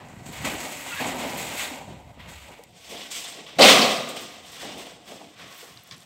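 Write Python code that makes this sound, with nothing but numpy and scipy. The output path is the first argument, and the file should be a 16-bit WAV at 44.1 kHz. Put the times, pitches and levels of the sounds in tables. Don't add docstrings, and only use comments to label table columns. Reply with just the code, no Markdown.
import sys
import numpy as np
from scipy import signal
from scipy.fft import irfft
from scipy.io import wavfile

SR = 44100
rng = np.random.default_rng(int(sys.argv[2]) if len(sys.argv) > 2 else 0)


def invert_db(level):
    return 10 ** (np.asarray(level, dtype=float) / 20)


def unload_audio(sound):
    columns = np.transpose(np.atleast_2d(sound))
    steps = np.round(np.clip(columns, -1, 1) * 32767)
    wavfile.write(sys.argv[1], SR, steps.astype(np.int16))


N = 266884
TIME = np.arange(N) / SR

# [peak t/s, level/dB, length/s]
GUSTS = [(0.0, -50, 0.88), (0.275, -45.5, 0.5), (0.43, -48, 0.098), (0.514, -47, 0.14), (0.9, -52.5, .6),
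         (1.07, -43, 0.21), (1.433, -44.5, 0.29), (1.922, -40, 0.1), (2.1, -54.5, 0.19), (2.265, -51, 0.16),
         (2.507, -52.5, 0.061), (2.73, -57.5, 0.3), (2.922, -64, 0.18), (3.18, -66, .15),
         (3.417, -60.5, 0.43), (3.6, -40, 0.056), (4.2, -61, 1.1), (4.47, -60, 0.32), (4.67, -56.5, 0.28),
         (4.92, -61, 0.3), (5.138, -57, 0.3), (5.448, -54.5, 0.24), (5.747, -53, 0.17), (5.922, -50, 0.05),
         (5.975, -52, 0.15)]
# [t/s, level/dB]
BREEZE = [(0.0, -57), (0.55, -45), (0.7, -64), (1.14, -53), (1.8, -56), (2.28, -47), (2.6, -60), (3.5, -69),
          (4.4, -70.5), (4.7, -60), (5.4, -80), (6.05, -76)]
# [t/s, peak level/dB, f/Hz]
POPS = [(0.134, -34.5, 150), (0.164, -38, 150), (0.22, -37, 110), (0.286, -32, 220), (0.297, -32, 160),
        (0.42, -31, 150), (0.521, -31, 200), (1.878, -42, 240), (1.908, -32, 200), (2.066, -41, 110),
        (2.111, -39, 120), (2.175, -40, 139), (2.193, -42, 150), (2.26, -39, 110), (2.282, -37, 110),
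        (2.324, -44, 130)]

# [t/s, peak level/dB, f/Hz]
PINGS = [(0.9, -36, 2730), (0.914, -34, 1385), (0.925, -29.5, 2690), (0.961, -35, 1700), (0.982, -29, 1667),
         (1.21, -36, 2180), (1.32, -32.5, 2190), (1.59, -41, 2260), (4.235, -48, 5540), (4.285, -45, 4250),
         (4.325, -51, 2130), (4.35, -45, 2700), (5.911, -53, 1830)]
# [t/s, peak level/dB, f/Hz]
HUMS = [
    (0.397, -32, 140),
    (1.0, -27, 261),
    (1.189, -40, 254),
    (1.71, -34.5, 270),
    (3.601, -20, 250),
    (3.602, -26, 156),
    (3.779, -20, 236),
]
# [t/s, peak level/dB, f/Hz]
KNOCKS = [(0.524, -30, 245), (0.54, -35, 300), (0.86, -30, 805), (1.505, -32.5, 800), (1.62, -32, 790),
          (0.999, -26, 730), (2.195, -49, 2060), (2.59, -48, 524), (3.355, -43, 560), (3.572, -37, 574),
          (3.597, -11.5, 905), (3.6, -9.5, 560), (4.619, -40, 520), (4.794, -41, 524), (5.119, -34.5, 587),
          (5.21, -35.5, 694), (5.629, -38, 537)]
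# [t/s, peak level/dB, f/Hz]
SLAPS = [(1.067, -28, 7200), (1.292, -37, 5330), (1.598, -32, 2880), (2.965, -34, 3260), (3.11, -36, 7600),
         (3.15, -29.5, 3220), (3.243, -31, 3370), (3.462, -38, 3200), (3.609, -6, 4270),
         (3.616, -11.5, 4800), (3.647, -25, 7600), (3.815, -15, 4370), (3.956, -26.5, 4800),
         (4.088, -31, 7850), (4.447, -41, 3180)]
# [t/s, peak level/dB, f/Hz]
RATTLES = [
    (5.911, -30.5, 4260),
    (5.923, -33, 4400),
    (5.944, -37.5, 4400),
    (6.021, -42, 3900),
]
# [t/s, peak level/dB, f/Hz]
SPILLS = [
    (4.09, -37, 12940),
    (4.162, -50.5, 14500),
    (4.207, -39, 13800),
    (5.51, -52, 14500),
    (5.54, -48, 14000),
    (5.575, -42, 14500),
    (5.61, -49, 14000),
    (5.65, -48, 14500),
    (5.7, -52, 14500),
    (1.375, -38, 13500),
]
# [t/s, peak level/dB, f/Hz]
CLICKS = [
    (2.535, -48, 10600),
    (5.774, -32.5, 4150),
    (5.836, -35, 14000),
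    (5.9114, -49, 3000),
    (5.97, -46, 9600),
    (6.005, -40, 9400),
]
# [t/s, peak level/dB, f/Hz]
CRACKS = [
    (2.6378, -28.5, 7800),
    (5.875, -37, 7700),
    (5.981, -39, 8600),
    (6.033, -44, 5150),
]
# [t/s, peak level/dB, f/Hz]
SHOWERS = [(0.6, -33, 8500), (1.293, -36, 8500), (1.372, -30, 10000), (4.517, -43, 10200),
           (0.325, -39, 9000), (0.716, -37, 9000), (2.901, -46, 11000), (3.241, -40, 8000),
           (4.46, -47, 7800), (4.778, -41, 10000), (4.865, -49, 8000)]
# [t/s, peak level/dB, f/Hz]
HOPS = [
    (0.0862, -45, 7040),
    (0.158, -50, 9000),
    (0.181, -54, 12000),
    (0.2284, -54, 12560),
    (2.7077, -59, 12000),
    (5.964, -45, 8000),
    (6.012, -48, 11500),
    (6.022, -46, 5960),
]
# [band width/octaves, t60/s]
BURST_KINDS = [(0.092, 0.19), (0.29, 0.17), (0.79, 0.08), (0.31, 0.16), (0.6, 0.031), (0.49, 0.14),
               (0.54, 0.003), (3.6, 0.0031), (1.7, 0.15), (0.64, .012), (1.4, 0.024)]
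# [t/s, peak level/dB, f/Hz, t60/s]
SNAPS = [(3.594, -7, 560, .09), (3.618, -11, 610, .08), (3.638, -9, 720, .08), (3.648, -15.5, 245, 0.13),
         (3.651, -13, 560, .08), (3.63, -4, 3100, .01), (3.641, -2.5, 3000, .012), (3.674, -7, 3600, .006),
         (3.684, -7, 2100, .04), (3.686, -9, 3260, 0.045), (3.974, -31, 190, 0.15), (4.005, -27, 650, .08),
         (4.1, -32, 605, 0.086), (0.444, -28, 250, 0.032), (0.459, -37, 270, 0.035),
         (0.47, -28.5, 2390, .05), (0.543, -29.5, 300, 0.021), (0.553, -27, 2300, .02),
         (1.57, -32, 3200, .12), (1.631, -30, 3600, 0.18), (2.592, -38, 500, .04), (2.92, -38, 520, 0.073),
         (4.209, -40, 328, 0.068), (3.51, -42, 3000, .12), (3.53, -44, 560, .12), (1.022, -23, 780, .06),
         (1.055, -25, 850, .07), (3.62, -7, 3060, .07), (3.648, -7, 3040, .06), (5.915, -43, 140, .45),
         (3.3, -45, 12000, .18), (3.36, -50, 11500, .18), (1.145, -29.5, 480, 0.074),
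         (3.83, -18.5, 740, .08)]

# [low f/Hz, high f/Hz]
REGIONS = [(80, 970), (970, 1950), (1950, 5000), (5000, 8950), (8950, 16000)]
BLENDS = [.1, .1, .1, .5, .05, .05]
# [f/Hz, width/Hz, level/dB]
PANEL = [(263, 26, 3), (560, 5.4, -1.5), (721, 30, -1.5), (1100, 120, 4.5), (2670, 120, 0.5),
         (3740, 200, 3)]
# [f/Hz, t60/s]
RING = [(150, 0.58), (500, 0.3), (1200, 0.42), (3000, 0.27), (8000, 0.26), (15000, 0.21)]

# [f/Hz, level/dB per Hz]
FIRST_SHEET_COLOUR = [(88, -45), (150, -8.5), (209, -15.5), (259, 0.5), (361, -11), (805, -2.5),
                      (1060, -13.5), (1480, -6.5), (1830, -11), (2270, -2.5), (3300, -11.5), (4600, -17.5),
                      (5680, -21), (6600, -14), (7920, -10.5), (8700, -19), (9820, -17.5), (12700, -13.5),
                      (16000, -19)]
# [f/Hz, level/dB per Hz]
SECOND_SHEET_COLOUR = [(120, -22), (200, 0.5), (358, -7.5), (534, 2), (630, -6), (702, 3.5), (923, -11.5),
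                       (1150, -6.5), (1620, -10.5), (2130, -7), (3360, -4.5), (4400, -13), (6000, -14),
                       (7000, -13.5), (8000, -11), (9200, -18.5), (10300, -13.5), (12500, -13.5),
                       (15800, -16)]
# [peak t/s, rasp level/dB, rise/s, fall/s, grit level/dB re rasp]
FIRST_STROKES = [(0.0, -50, .01, 0.14, -23.5), (0.09, -55.5, .05, 0.13, -2), (0.17, -57, 0.14, 0.066, -16),
                 (0.264, -62, 0.031, 0.33, 2), (0.33, -49, 0.01, 0.2, -2), (0.38, -44, 0.17, 0.43, -25),
                 (0.449, -32.5, 0.0072, 0.093, -5), (0.5, -36, 0.2, 0.67, -8),
                 (0.615, -39.5, 0.098, 0.11, -4), (0.72, -46.5, 1, 0.96, 2), (0.864, -45, .006, .08, -4),
                 (0.96, -38.5, 0.31, 0.34, -5.5), (1.01, -34, 0.084, 0.26, -10.5),
                 (1.075, -35.5, 0.053, 0.2, -6), (1.2, -38, 0.11, 0.48, -7), (1.32, -38, .2, 0.21, -7),
                 (1.385, -34, 0.034, 0.37, -4.5), (1.601, -30.5, 0.18, 0.22, -6),
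                 (1.95, -55, 0.32, 0.19, -20), (2.1, -66, 0.32, 0.19, -2), (2.197, -48, 0.015, 0.45, -17),
                 (2.29, -50.5, 0.031, 0.53, -2.5), (2.406, -58, 0.27, 0.4, -7),
                 (2.55, -53, 0.67, 0.16, -18)]
# [peak t/s, rasp level/dB, rise/s, fall/s, grit level/dB re rasp]
SECOND_STROKES = [(2.77, -56.5, 0.04, .3, -1.5), (2.85, -49, 0.095, 0.22, -3),
                  (2.908, -43.5, 0.06, 0.49, -5), (2.994, -41, 0.23, 0.35, -10.5),
                  (3.112, -39, 0.013, 0.33, -0.5), (3.154, -37.5, 0.043, 0.18, -1),
                  (3.247, -42.5, 0.074, 0.25, -5), (3.299, -53, 0.23, 0.23, -4),
                  (3.4, -47, 0.29, 0.16, -14.5), (3.466, -43.5, 0.009, 0.19, -14.5),
                  (3.566, -49, 0.075, 0.89, -13), (4.188, -41, 0.11, 0.16, -6.5), (4.21, -46, .1, 0.15, -1),
                  (4.3, -46, 0.21, 0.3, -7), (4.37, -54, .15, 0.36, -10), (4.465, -47, 0.048, 0.18, -5.5),
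                  (4.53, -45, 0.057, 0.47, -4.5), (4.624, -39.5, 0.13, 0.34, -8.5),
                  (4.72, -47.5, 0.12, 0.15, -11), (4.8, -44, .06, 0.17, -5), (4.87, -47.5, 0.027, 0.16, -8),
                  (5.0, -58, 0.27, 0.09, -25), (5.084, -45, 0.059, 0.33, -6),
                  (5.42, -46.5, 0.14, 0.54, -14), (5.6, -50, 0.31, 0.35, -1.5), (5.77, -55, .5, 0.053, -7),
                  (5.88, -55.5, 0.13, 0.15, -4.5), (5.911, -45.5, 0.0067, 0.091, -10),
                  (6.0, -59, .2, 0.36, -1)]
# [t/s, peak level/dB]
SNAGS = [(0.257, -34), (0.324, -39.5), (0.4455, -26), (0.716, -27), (0.794, -30), (0.861, -24),
         (1.178, -33), (2.273, -39), (2.511, -46), (2.89, -36), (3.104, -31), (3.241, -32), (3.37, -36),
         (3.461, -39), (4.161, -22.5), (4.612, -34), (4.865, -44), (5.063, -49), (5.386, -33)]
# [peak t/s, level/dB, rise/s, fall/s]
JOLTS = [(0.0, -45.5, .01, 0.34), (0.33, -45, 0.19, 0.65), (0.455, -32, 0.028, 0.3), (0.7, -40, 0.77, 0.44),
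         (1.005, -30.5, 0.01, 0.2), (1.06, -31, .05, .2), (1.2, -36, .04, 0.14), (1.25, -33.5, 0.45, 0.94),
         (1.55, -39.5, 0.51, 0.35), (1.725, -41.5, .05, 0.11), (1.82, -41.5, 0.15, 0.11),
         (1.91, -60, 0.041, 0.13), (1.999, -49, 0.17, 0.15), (2.3, -46.5, 0.12, 0.1),
         (2.51, -46, 0.17, 0.11), (2.62, -51, 0.13, 0.091), (2.93, -41.5, 0.13, 0.26),
         (3.17, -49, 0.083, 0.16), (3.39, -43.5, 0.065, 0.074), (3.565, -55, 0.13, 1.1),
         (4.19, -44, 1.87, 0.47), (4.5, -56, .3, .3), (4.63, -40, 0.025, 0.27), (4.76, -41.5, 0.34, 0.31),
         (5.0, -58, 0.23, 0.21), (5.1, -45.5, 0.055, 0.39), (5.23, -48.5, 0.29, 0.15),
         (5.45, -49.5, 0.21, 0.28), (5.64, -51, 0.072, 0.28), (5.9, -55, 0.18, 0.45)]
# [peak t/s, level/dB, rise/s, fall/s]
DUST_SLIDE = [
    (5.6, -63, 0.13, 0.26),
    (5.85, -81, 0.28, .7),
]
# [t/s, rib level/dB re rasp]
RIB_LEVEL = [(0.0, 0), (0.25, -5), (0.45, -5.5), (0.8, -6), (0.99, -4), (1.05, -6), (1.3, -8), (1.75, -11),
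             (2.2, -4.5), (2.7, -11.5), (3.15, -12), (3.5, -9.5), (4.2, -9.5), (4.65, -8.5), (5.1, -8.5),
             (5.45, -3.5), (5.75, -6), (6.05, -4)]
# [t/s, beam level/dB]
BEAM_LEVEL = [(0.0, -1.5), (0.5, -1.5), (1.1, 0.5), (1.55, -2), (1.75, -2.5), (2.0, 0.5), (2.15, -9),
              (2.45, -3.5), (2.75, -3), (2.9, -1), (3.3, 1.5), (4.3, 0.5), (5.2, 1.5), (6.05, -4)]
BEAM_BAND = [190, 420]

# [f/Hz, level/dB per Hz]
CRASH_COLOUR = [(53, -67), (90, -17), (239, -3), (353, -8), (499, 0.5), (600, -0.5), (706, 2.5),
                (915, -12.5), (1160, -5.5), (1440, -10.5), (1800, -11.5), (2150, -6), (2760, -4),
                (3400, -3.5), (3910, -7.5), (4600, -13.5), (6870, -16.5), (8000, -15.5), (9930, -26.5),
                (16000, -26.5)]
# [peak t/s, force level/dB, rise/s, fall/s, boom level/dB re force]
FOLDS = [(3.5859, -8.5, .0007, 0.025, 7.5), (3.5963, -3, 0.0032, 0.0072, 7),
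         (3.614, -9.5, 0.015, 0.065, 6.5), (3.645, -5.5, 0.049, 0.099, 2), (3.665, -9, .02, 0.054, -10),
         (3.69, -6, 0.068, 0.053, -4.5), (3.724, -7, 0.11, 0.028, 1.5), (3.757, -14, 0.018, 0.042, 1.5),
         (3.79, -16, .1, 0.078, 2.5), (3.817, -14.5, 0.023, 0.082, 5), (3.87, -21.5, 0.15, 0.17, 5),
         (3.96, -22.5, 0.076, 0.04, 3), (4.08, -33.5, 0.33, 0.065, 3.5), (4.15, -45.5, 0.11, 0.33, 9)]
# [f/Hz, level/dB, t60/s]
FREE_MODES = [(513, -10.5, 0.68), (1194, -18, 0.36), (1220, -22, 5.0), (2061, -3.5, 0.12),
              (2395, -27.5, 0.27), (2710, -16.5, 0.69), (2890, -19, 0.26), (3050, -28, 0.81),
              (3163, -22, 0.5), (3690, -19, 0.51), (3520, -25.5, 1.4), (3920, -24, 0.9), (4500, -24, 0.31),
              (4770, -27, 0.39)]

NEXT_SHEET_S, FIRST_SNAG_S = 2.68, 0.257


def rms_one(x):
    return x / np.sqrt(np.mean(x ** 2) + 1e-20)


def in_time(rows):
    s, *columns = np.transpose(rows)
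    return [np.interp(TIME, s, column) for column in columns]


def at_hz(points, hz):
    f, value = np.transpose(points)
    return np.interp(np.log(hz), np.log(f), value)


def drift(hz):
    r = np.exp(-2 * np.pi * hz / SR)
    wander = signal.lfilter([1], [1, -2 * r, r * r], rng.standard_normal(N + SR))
    return rms_one(wander[SR:])


def swells(s, db, rise_s, fall_s):
    roundness = 1.034
    coarse = TIME[::16]
    late = coarse - s[:, None]
    away = np.where(late < 0, -late / rise_s[:, None], late / fall_s[:, None])
    power = invert_db(2 * (db[:, None] - 20 * np.minimum(away, 8) ** roundness))
    return np.interp(TIME, coarse, np.sqrt(power.sum(axis=0)))


def wind():
    s, db, length_s = np.transpose(GUSTS)
    breeze = invert_db(in_time(BREEZE)[0])
    noise = rng.standard_normal((2, N)) * invert_db(2.3 * drift(35))
    puff_band = signal.butter(2, [85, 200], "band", fs=SR, output="sos")
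    buffet_band = signal.butter(2, [50, 90], "band", fs=SR, output="sos")
    puffs = rms_one(signal.sosfilt(puff_band, noise[0]))
    buffet = rms_one(signal.sosfilt(buffet_band, noise[1]))
    lull_db = -14
    puff_level = swells(s, db, length_s, 0.79 * length_s) + invert_db(lull_db) * breeze
    return puff_level * puffs + breeze * buffet


def bursts(rows, octaves):
    length = 8192
    out = np.zeros(N + length)
    for s, db, hz, t60 in rows:
        noise = rng.standard_normal(length) * invert_db(-60 * TIME[:length] / t60)
        edges = np.minimum(hz * 2 ** (octaves * np.array([-.5, .5])), [15000, 16200])
        burst = signal.sosfilt(signal.butter(2, edges, "band", fs=SR, output="sos"), noise)
        out[round(s * SR):][:length] += invert_db(db) * burst / np.abs(burst).max()
    return out[:N]


def small_blows():
    kinds = [PINGS, HUMS, KNOCKS, SLAPS, RATTLES, SPILLS, CLICKS, CRACKS, SHOWERS, HOPS, POPS]
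    out = np.zeros(N)
    for rows, (octaves, t60) in zip(kinds, BURST_KINDS):
        out += bursts([(s, db, hz, t60) for s, db, hz in rows], octaves)
    return out


def snaps():
    return bursts(SNAPS, octaves=0.49)


def contacts(per_s, spread_db):
    sizes = invert_db(spread_db * np.minimum(rng.exponential(1, N), 4)) * rng.choice([-1, 1], N)
    return rms_one(sizes * (rng.random(N) < per_s / SR))


def mode(drive, hz, t60):
    r, w = invert_db(-60 / (t60 * SR)), 2 * np.pi * hz / SR
    return signal.lfilter([0, np.sin(w)], [1, -2 * r * np.cos(w), r * r], drive + 1e-18)


def sheet(colour, damping, size):
    hz, t = (np.arange(size // 2 + 1) + 1) * SR / size, np.arange(size) / SR
    lift_db = sum(db / (1 + (2 * (hz - f) / width) ** 2) for f, width, db in PANEL)
    shape = invert_db(at_hz(colour, hz) + lift_db)
    regions = []
    for (low, high), below, above in zip(REGIONS, BLENDS, BLENDS[1:]):
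        inner = np.minimum(np.log(hz / low) / below, np.log(high / hz) / above)
        fade = np.sqrt(np.clip(inner + .5, 0, 1))
        bands = 1 + round(2 * np.log2(high / low))
        edges = np.geomspace(low / np.exp(below / 2), high * np.exp(above / 2), bands + 1)
        t60 = at_hz(RING, np.sqrt(edges[1:] * edges[:-1]))[:, None] / damping
        inside = (hz >= edges[:-1, None]) * (hz < edges[1:, None])
        regions.append((inside * shape * fade, invert_db(-60 * t / t60) / np.sqrt(t60)))
    while True:
        modes = rng.standard_normal(len(hz)) + 1j * rng.standard_normal(len(hz))
        rings = np.array([np.sum(irfft(modes * part, size) * decay, axis=0) for part, decay in regions])
        yield rings / np.sqrt(np.sum(rings ** 2, axis=1, keepdims=True))


def strike(places, force, regions_db, span):
    count = 10
    first, last = round(span[0] * SR), round(span[1] * SR)
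    drive = (force * invert_db(regions_db))[:, first:last]
    place = rng.integers(0, count, last - first)
    out = np.zeros(N + SR)
    for k in range(count):
        rung = signal.fftconvolve(drive * (place == k), next(places), axes=1).sum(axis=0)
        out[first:first + len(rung)] += rung
    return out[:N]


def flecks(pressure):
    born = contacts(120, 1.8) * pressure
    pitches = np.geomspace(600, 7500, 20)
    pitch = rng.integers(0, len(pitches), N)
    out = np.zeros(N)
    for k, hz in enumerate(pitches):
        out += mode(born * (pitch == k), hz, t60=.09) * invert_db(at_hz(FIRST_SHEET_COLOUR, hz))
    return invert_db(-26.5) * out


def rubbing():
    s, db, rise_s, fall_s, grit_db = np.transpose(FIRST_STROKES + SECOND_STROKES)
    rasp = swells(s, db, rise_s, fall_s) + invert_db(-86.5)
    grit = swells(s, db + grit_db, rise_s, fall_s) + invert_db(-112)
    dust_db = 1.09 * (db + 39.5) - 38.5 - 3.5 * (s > NEXT_SHEET_S) - 6.5 + 0.88 * grit_db
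    dust = swells(s, dust_db, rise_s, fall_s * 0.79) + invert_db(-89)
    dust += swells(*np.transpose(DUST_SLIDE))
    before_snag = TIME < FIRST_SNAG_S
    dust *= invert_db(-9.5 * before_snag)
    grit *= invert_db(-6 * before_snag)
    boom = swells(*np.transpose(JOLTS)) + invert_db(-107)
    boom_db, grit_db, dust_db = 20 * np.log10([boom, grit, dust] / rasp)

    pressure = rasp * invert_db(.9 * drift(45))
    for s, db in SNAGS:
        pressure += invert_db(db - 20.5) * (TIME >= s) * np.exp(-np.abs(TIME - s) / 0.016)
    force = pressure * contacts(8000, 2.84)
    regions_db = [boom_db + 1.1 * drift(19),
                  in_time(RIB_LEVEL)[0] + 0.95 * drift(9.9),
                  -1 + 0.96 * drift(8.8),
                  grit_db + 0.86 * drift(22),
                  dust_db + 1.4 * drift(30)]
    first_sheet = sheet(FIRST_SHEET_COLOUR, damping=6.9, size=8192)
    second_sheet = sheet(SECOND_SHEET_COLOUR, damping=5.2, size=8192)
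    early = strike(first_sheet, force, regions_db, (0, NEXT_SHEET_S))
    late = strike(second_sheet, force, regions_db, (NEXT_SHEET_S, N / SR))
    return early + late + flecks(pressure)


def on_frame(x):
    beam = signal.lfilter(*signal.butter(1, BEAM_BAND, "band", fs=SR), x)
    edge = signal.lfilter(*signal.butter(1, [2700, 4300], "band", fs=SR), x)
    beam_change = invert_db(in_time(BEAM_LEVEL)[0]) - 1
    edge_change = invert_db(-4.5 * (TIME < FIRST_SNAG_S)) - 1
    return x + beam_change * beam + edge_change * edge


def free_ring(force):
    first, last = round(3.58 * SR), round(4.9 * SR)
    out = np.zeros(N)
    for hz, db, t60 in FREE_MODES:
        share = rng.random(last - first) < .3
        out[first:last] += invert_db(db) * mode(force[first:last] * share, hz, min(t60, 1.2))
    return invert_db(-29) * out


def crash():
    s, db, rise_s, fall_s, boom_db = np.transpose(FOLDS)
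    folds = swells(s, db, rise_s, fall_s)
    boom_db = 20 * np.log10(swells(s, db + boom_db, rise_s, fall_s) / folds)
    folding = folds * (TIME > s[0] - 2 * rise_s[0])
    force = folding * invert_db(-6 + 2.6 * drift(44)) * contacts(2500, 3.64)
    steady = np.zeros(N)
    regions_db = [boom_db - 4.5, -7.5 + 0.29 * boom_db, steady - 0.8, steady - 9, steady - 17.5]
    loose_sheet = sheet(CRASH_COLOUR, damping=0.77, size=16384)
    return strike(loose_sheet, force, regions_db, (3.58, 4.6)) + free_ring(force)


def scene():
    thin = signal.butter(3, 130, "high", fs=SR, output="sos")
    roof = signal.sosfilt(thin, on_frame(rubbing()) + crash())
    return (wind() + small_blows() + snaps() + roof)[None]


def roll_off(x):
    return signal.sosfilt(signal.butter(12, 16620, fs=SR, output="sos"), x)


def record(dry):
    ceiling = 1.45
    bass_cut = signal.butter(2, 55, "high", fs=SR, output="sos")
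    top_cut = signal.ellip(10, .5, 48, 15780, fs=SR, output="sos")
    rounded = ceiling * np.tanh(signal.sosfilt(bass_cut, dry) / ceiling)
    mix = np.clip(signal.sosfilt(top_cut, rounded), -1, 1)
    return roll_off(mix)


dry = scene()
out = record(dry)
unload_audio(out)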